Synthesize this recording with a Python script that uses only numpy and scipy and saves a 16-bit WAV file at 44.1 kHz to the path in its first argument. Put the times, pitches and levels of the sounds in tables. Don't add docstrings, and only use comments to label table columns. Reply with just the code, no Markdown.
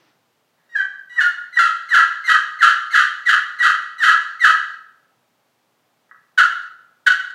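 import sys
import numpy as np
from scipy import signal
from scipy.fft import rfft, irfft
from scipy.io import wavfile
from scipy.ndimage import uniform_filter1d, minimum_filter1d

SR = 44100
rng = np.random.default_rng(int(sys.argv[2]) if len(sys.argv) > 2 else 0)


def gain_from_db(level_db):
    decades = np.asarray(level_db, float) / 20
    return 10 ** decades


def generate_wav(sig):
    pcm = np.round(np.clip(np.atleast_2d(sig).T, -1, 1) * 32767).astype(np.int16)
    wavfile.write(sys.argv[1], SR, pcm)


N = 323694


def curve(table, x):
    return np.interp(x, *np.transpose(table))


def colour_db(table, hz):
    f, db = np.transpose(table)
    return np.interp(np.log(np.maximum(hz, 1)), np.log(f), db)


def noise(table, db):
    spectrum = rfft(rng.standard_normal(N))
    x = irfft(spectrum * gain_from_db(colour_db(table, np.fft.rfftfreq(N, 1 / SR))), N)
    return x / x.std() * gain_from_db(db)


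def add_clicks(track, at, size):
    taps = np.floor(at)[:, None] + np.arange(-7, 9)
    gap = taps - at[:, None]
    window = np.cos(np.pi * gap / 16) ** 2
    np.add.at(track, taps.astype(int), size[:, None] * np.sinc(gap) * window)


def split_filter(x, order, hz, kind="low"):
    return signal.sosfilt(signal.butter(order, hz, kind, fs=SR, output="sos"), x)


# (frequency [Hz], density [dB per Hz])
HUM = [(18, -59.5), (30, -37), (53, -40.5), (114, -7.5), (230, -10), (808, -7.5), (1910, -15), (3400, -18),
       (10500, -28), (13000, -26.5), (15500, -26.5)]


def outdoor_hum():
    return noise(HUM, -66)


# (frequency [Hz], rms level [dB])
MAINS = [(166.9, -86.5), (242.2, -82.5)]


def mains_whine(t):
    return sum(gain_from_db(db) * np.sqrt(2) * np.sin(2 * np.pi * hz * t) for hz, db in MAINS)


# (time [s], level [dB])
TAIL_LEVEL = [
    (0, -61),
    (.1, -62.5),
    (.25, -84),
    (.4, -95),
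]
# (frequency [Hz], density [dB per Hz])
TAIL_COLOUR = [(88, -38.5), (150, 1.5), (228, -33), (296, -1.5), (415, -11.5), (1210, -11), (1750, -10.5),
               (6000, -21), (7800, -52), (13200, -120)]


def opening_tail(t):
    return noise(TAIL_COLOUR, curve(TAIL_LEVEL, t))


# (frequency [Hz], time to fall 60 dB [s])
ROOM_T60 = [(250, 0.2), (600, 0.62), (1200, 0.68), (2400, 0.56), (4800, 0.59), (9600, 0.5), (15000, 0.65)]
# (time [s], level [dB])
ECHOES = [(.0032, -14), (.0072, -7), (.0155, -8), (.033, -10), (.0485, -9)]


def garage(size=50000):
    room_db, build_s = -2.5, 0.02
    patchy_db, patch_s = 3, 0.0025
    wall_hz = 7940
    t = np.arange(size) / SR
    octave = np.log2(np.maximum(np.fft.rfftfreq(size, 1 / SR), 1))
    dense = rfft(rng.standard_normal(size))
    centres = np.log2(np.array(ROOM_T60)[:, 0])
    tail = 0
    for row, (_, t60) in zip(np.eye(len(centres)), ROOM_T60):
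        band = irfft(dense * np.interp(octave, centres, row), size)
        tail = tail + band * gain_from_db(-60 * t / t60)
    tail = tail * (1 - np.exp(-t / build_s))
    patch = int(patch_s * SR)
    clumps = uniform_filter1d(rng.standard_normal(size), patch) * np.sqrt(patch)
    tail = tail * gain_from_db(patchy_db * clumps)
    room = gain_from_db(room_db) * tail / np.sqrt(np.sum(tail ** 2))
    for s, db in ECHOES:
        add_clicks(room, np.array([s * SR]), gain_from_db(np.array([db])))
    room = split_filter(room, 1, wall_hz)
    room[0] += 1
    return room


# (frequency [Hz], gain [dB])
BOX = [(60, -82.5), (500, -42), (654, -40), (950, -28.5), (1250, -2), (2060, -9), (2260, -26.5),
       (2650, -23.5), (3150, -23.5), (4600, -26.5), (5100, -41), (8000, -42), (11800, -44.5), (15500, -62)]
# (frequency [Hz], width [Hz], gain [dB])
BOX_MODES = [(1315, 260, 2), (1695, 150, 11), (1936, 160, 14), (2440, 120, -9), (2746, 170, 4.5),
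             (2934, 54, 9), (3132, 120, 10), (3850, 190, 3.5), (4420, 420, -2), (5684, 450, 7.5),
             (6740, 1000, 7), (7664, 400, 3.5), (8560, 280, -10.5), (11400, 1500, -6)]


def box_response(size=4096):
    hz = np.fft.rfftfreq(size, 1 / SR)
    db = colour_db(BOX, hz)
    for f, width, gain in BOX_MODES:
        db = db + gain / (1 + (2 * (hz - f) / width) ** 2)
    cep = irfft(db * np.log(10) / 20, size)
    cep[1:size // 2] *= 2
    cep[size // 2 + 1:] = 0
    ring = irfft(np.exp(rfft(cep)), size)[:size // 2]
    return ring / np.sqrt(np.sum(ring ** 2))


# (time [s], level [dB])
RUB = [
    (.55, -105),
    (.58, -72.5),
    (.66, -70.5),
    (.7, -73),
    (.72, -108),
]


def lid_rub(t):
    return gain_from_db(curve(RUB, t)) * rng.standard_normal(N)


# (time [s], level [dB], contact [s])
TOUCH = [
    (6.094, -28.5, 0.00058),
    (6.112, -11, 0.00045),
    (6.117, 2, 0.0012),
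]


def lid_touch():
    force = np.zeros(N)
    for s, db, contact in TOUCH:
        push = np.hanning(int(contact * SR) + 2)
        start = int(s * SR)
        force[start:start + len(push)] += gain_from_db(db) * push / push.sum()
    return force


# (slip rate [Hz], pairing [0..1, negative doubles the rate])
PAIRING = [(620, 0.72), (670, 0.19), (720, 0.38), (870, -0.42), (970, -0.5), (1050, -2.4)]
# (slip rate [Hz], rasp [0..1])
RASP = [(620, .45), (670, .28), (720, 0.12), (800, .15), (1050, .18)]
# (time [s], pressure change [dB], width [s])
CATCHES = [(0.808, 5.5, 0.029), (1.188, 7.5, .008), (1.575, 4.5, 0.0072), (1.583, -12.5, .003),
           (1.969, -12.5, 0.0031), (1.998, 2, 0.031), (2.632, 6, 0.0082), (2.666, -6.5, 0.005),
           (3.699, 0, 0.012), (4.051, -0.5, 0.014), (2.338, -7, .006), (2.355, 5, .005), (2.642, 7, .012),
           (2.968, 1.5, 0.019), (2.987, -5.5, 0.0044), (3.32, -27, .005), (3.341, 5.5, 0.0099),
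           (3.637, -3, .006), (3.662, 8.5, 0.0095), (4.086, 6.5, 0.013), (4.491, -9, .012),
           (4.516, 1.5, 0.014), (6.385, 1.5, 0.0049), (6.412, 7, 0.0032), (6.428, 7.5, 0.0071)]


def stroke(squeak, heavy, grip, waver):
    start, high_hz, light_db, slide, break_hz = squeak
    snap, length, low_hz, full_db, fade_db = heavy
    soft_db, hard_db, rough, paired, drop = grip
    drift = 0.03
    quickest_s, attack_db, release_s, release_db = 0.0045, -21, 0.015, -25
    flutter_db, flutter_s = 1.5, 0.014

    i = np.arange(int(start * SR), int((snap + length + release_s) * SR))
    t = i / SR - snap
    hz = np.interp(t, [-slide, 0, drop, drop + length],
                   [high_hz, break_hz, low_hz * (1 + drift), low_hz * (1 - drift)])

    end_db = full_db + fade_db
    db = np.interp(t, [-slide, 0, length, length + release_s],
                   [light_db, full_db, end_db, end_db + release_db])
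    attack_s = max(quickest_s, snap - slide - start)
    db = db + attack_db * np.clip(1 - (i / SR - start) / attack_s, 0, 1)
    for s, change, width in CATCHES:
        db = db + change * np.exp(-((i / SR - s) / width) ** 2)
    span = int(flutter_s * SR)
    pulse = np.tanh(uniform_filter1d(waver, span)[:len(i)] * np.sqrt(span))
    db = db + flutter_db * (t > 0) * pulse

    pairing = curve(PAIRING, hz) + paired * (t > drop)
    rasp = np.clip(rough * curve(RASP, hz), 0, 1)
    bite_db = np.interp(t, [-drop, drop, drop + length], [soft_db, hard_db + 6, hard_db - 2.5])
    bite_db = bite_db - 0.5 * (db + 12)
    return i, hz, db, pairing, rasp, bite_db


def rattle(sharp):
    for lag in (7, 17, 31):
        allpass = np.r_[1, np.zeros(lag - 1), -0.6]
        sharp = signal.lfilter(allpass[::-1], allpass, sharp)
    return sharp


# (start [s], slip rate [Hz], pressure [dB], slide [s], rate at the break [Hz])
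SQUEAKS = [(0.69, 942, -31.5, .009, 858), (1.094, 970, -25, 0.025, 873.6), (1.526, 1005, -27, 0.034, 903),
           (1.884, 1044, -24, 0.046, 874), (2.238, 1049, -24, .035, 902),
           (2.587, 1056, -25.5, 0.026, 839.5), (2.904, 1072, -25.5, 0.029, 861),
           (3.254, 1055, -30, 0.025, 828), (3.585, 1002, -17.5, .03, 923), (3.98, 1024, -28, 0.044, 887.4),
           (4.393, 1040, -34.5, 0.041, 861.6), (6.373, 900, -23.5, .004, 778),
           (7.061, 886, -11.5, 0.0019, 798)]
# (break [s], length [s], slip rate [Hz], pressure [dB], fade by its end [dB])
RASPS = [(0.756, .062, 782, -16.5, -9), (1.203, 0.062, 709, -12, -9), (1.586, 0.094, 669.3, -8.5, -8),
         (1.938, 0.068, 670.3, -10, -2), (2.291, 0.064, 636.5, -9.5, -2.5), (2.618, 0.076, 631, -14.5, 1),
         (2.944, 0.096, 635.8, -10.5, -6), (3.289, 0.053, 633, -13.5, -1), (3.623, .086, 642.6, -13.5, -1),
         (4.024, 0.1, 646.2, -13, -0.5), (4.444, 0.067, 642.4, -5, -5.5), (6.377, 0.028, 700.9, -12, 6.5),
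         (7.066, 0.018, 693.6, -9.5, -0.5)]
# (squeak bite [dB], rasp bite [dB], rasp factor [ratio], extra pairing [ratio], drop [s])
GRIPS = [(-16, -12, 0.32, 0.062, 0.0069), (-9.5, -2.5, 0.89, -0.015, 0.0065), (-5, -0.5, .7, -0.13, 0.0064),
         (-4, 0., 0.99, 0.32, 0.008), (-1, 0.5, .9, -0.16, 0.0058), (-7.5, 1.5, .9, -0.13, 0.0071),
         (-1.5, 0.5, 1.1, -.05, .01), (3, 2.5, 1.5, -0.34, 0.0051), (-4, 0.5, 1.2, -0.12, 0.011),
         (-5, 1, 0.85, .1, 0.016), (1.5, 0, 0.85, 0.17, 0.0074), (-10.5, 3, 1.74, 0.014, .008),
         (-1.5, 4, 2.5, 0.16, 0.0047)]


def lid_strokes():
    jitter, scatter_db, scrape_db = 0.07, 9, -16
    wobble, wobble_s = 0.1, 0.008
    even_treble = 0.31
    bite_hz = 2130
    dull, sharp = np.zeros(N), np.zeros(N)
    for squeak, heavy, grip in zip(SQUEAKS, RASPS, GRIPS):
        chance = rng.standard_normal((512, 2))
        grit = rng.standard_normal(SR // 4)
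        i, hz, db, pairing, rasp, bite_db = stroke(squeak, heavy, grip, grit[::-1])
        span = int(wobble_s * SR)
        waver = uniform_filter1d(grit, span)[:len(i)] * np.sqrt(span)
        hz = hz * (1 + wobble * rasp * waver)
        phase = 2 * np.cumsum(hz) / SR
        k = np.arange(1, int(phase[-1]))
        at = np.interp(k, phase, i)
        j = at.astype(int) - i[0]
        at = at + jitter * rasp[j] * chance[k, 0] * SR / hz[j]
        scatter = scatter_db * rasp[j] * chance[k, 1]
        size = np.sqrt(SR / hz[j]) * gain_from_db(db[j] + scatter)
        full_slip = 1 + np.clip(pairing[j], 0, 1) * (-1.) ** (k // 2)
        half_slip = np.clip(-pairing[j], 0, 1)
        size = size * np.where(k % 2, half_slip, full_slip)
        add_clicks(dull, at, size)
        add_clicks(sharp, at, size * gain_from_db(bite_db[j] - even_treble * scatter))
        sharp[i] += gain_from_db(db + bite_db + scrape_db) * rasp * grit[:len(i)]
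    low = split_filter(dull + lid_touch(), 2, bite_hz)
    return low - split_filter(rattle(sharp), 2, bite_hz, "high")


def scene():
    t = np.arange(N) / SR
    background = outdoor_hum() + mains_whine(t) + opening_tail(t)
    force = lid_strokes() + lid_rub(t)
    call = signal.fftconvolve(force, box_response())[:N]
    heard = signal.fftconvolve(call, garage())[:N]
    return (heard + background)[None]


def top_cut(x):
    return signal.sosfilt(signal.butter(12, 15670, fs=SR, output="sos"), x)


def record(dry):
    lopsided, bend_hz = 0.016, 204
    ceiling, hold_s = 0.97, 0.004
    bend = split_filter(dry * dry * np.abs(dry), 2, bend_hz, "high")
    x = dry + lopsided * bend
    hold = int(hold_s * SR) | 1
    duck = minimum_filter1d(ceiling / np.maximum(np.abs(x), ceiling), hold)
    duck = uniform_filter1d(uniform_filter1d(duck, hold // 2), hold // 2)
    return top_cut(x * duck)


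dry = scene()
out = record(dry)
generate_wav(out)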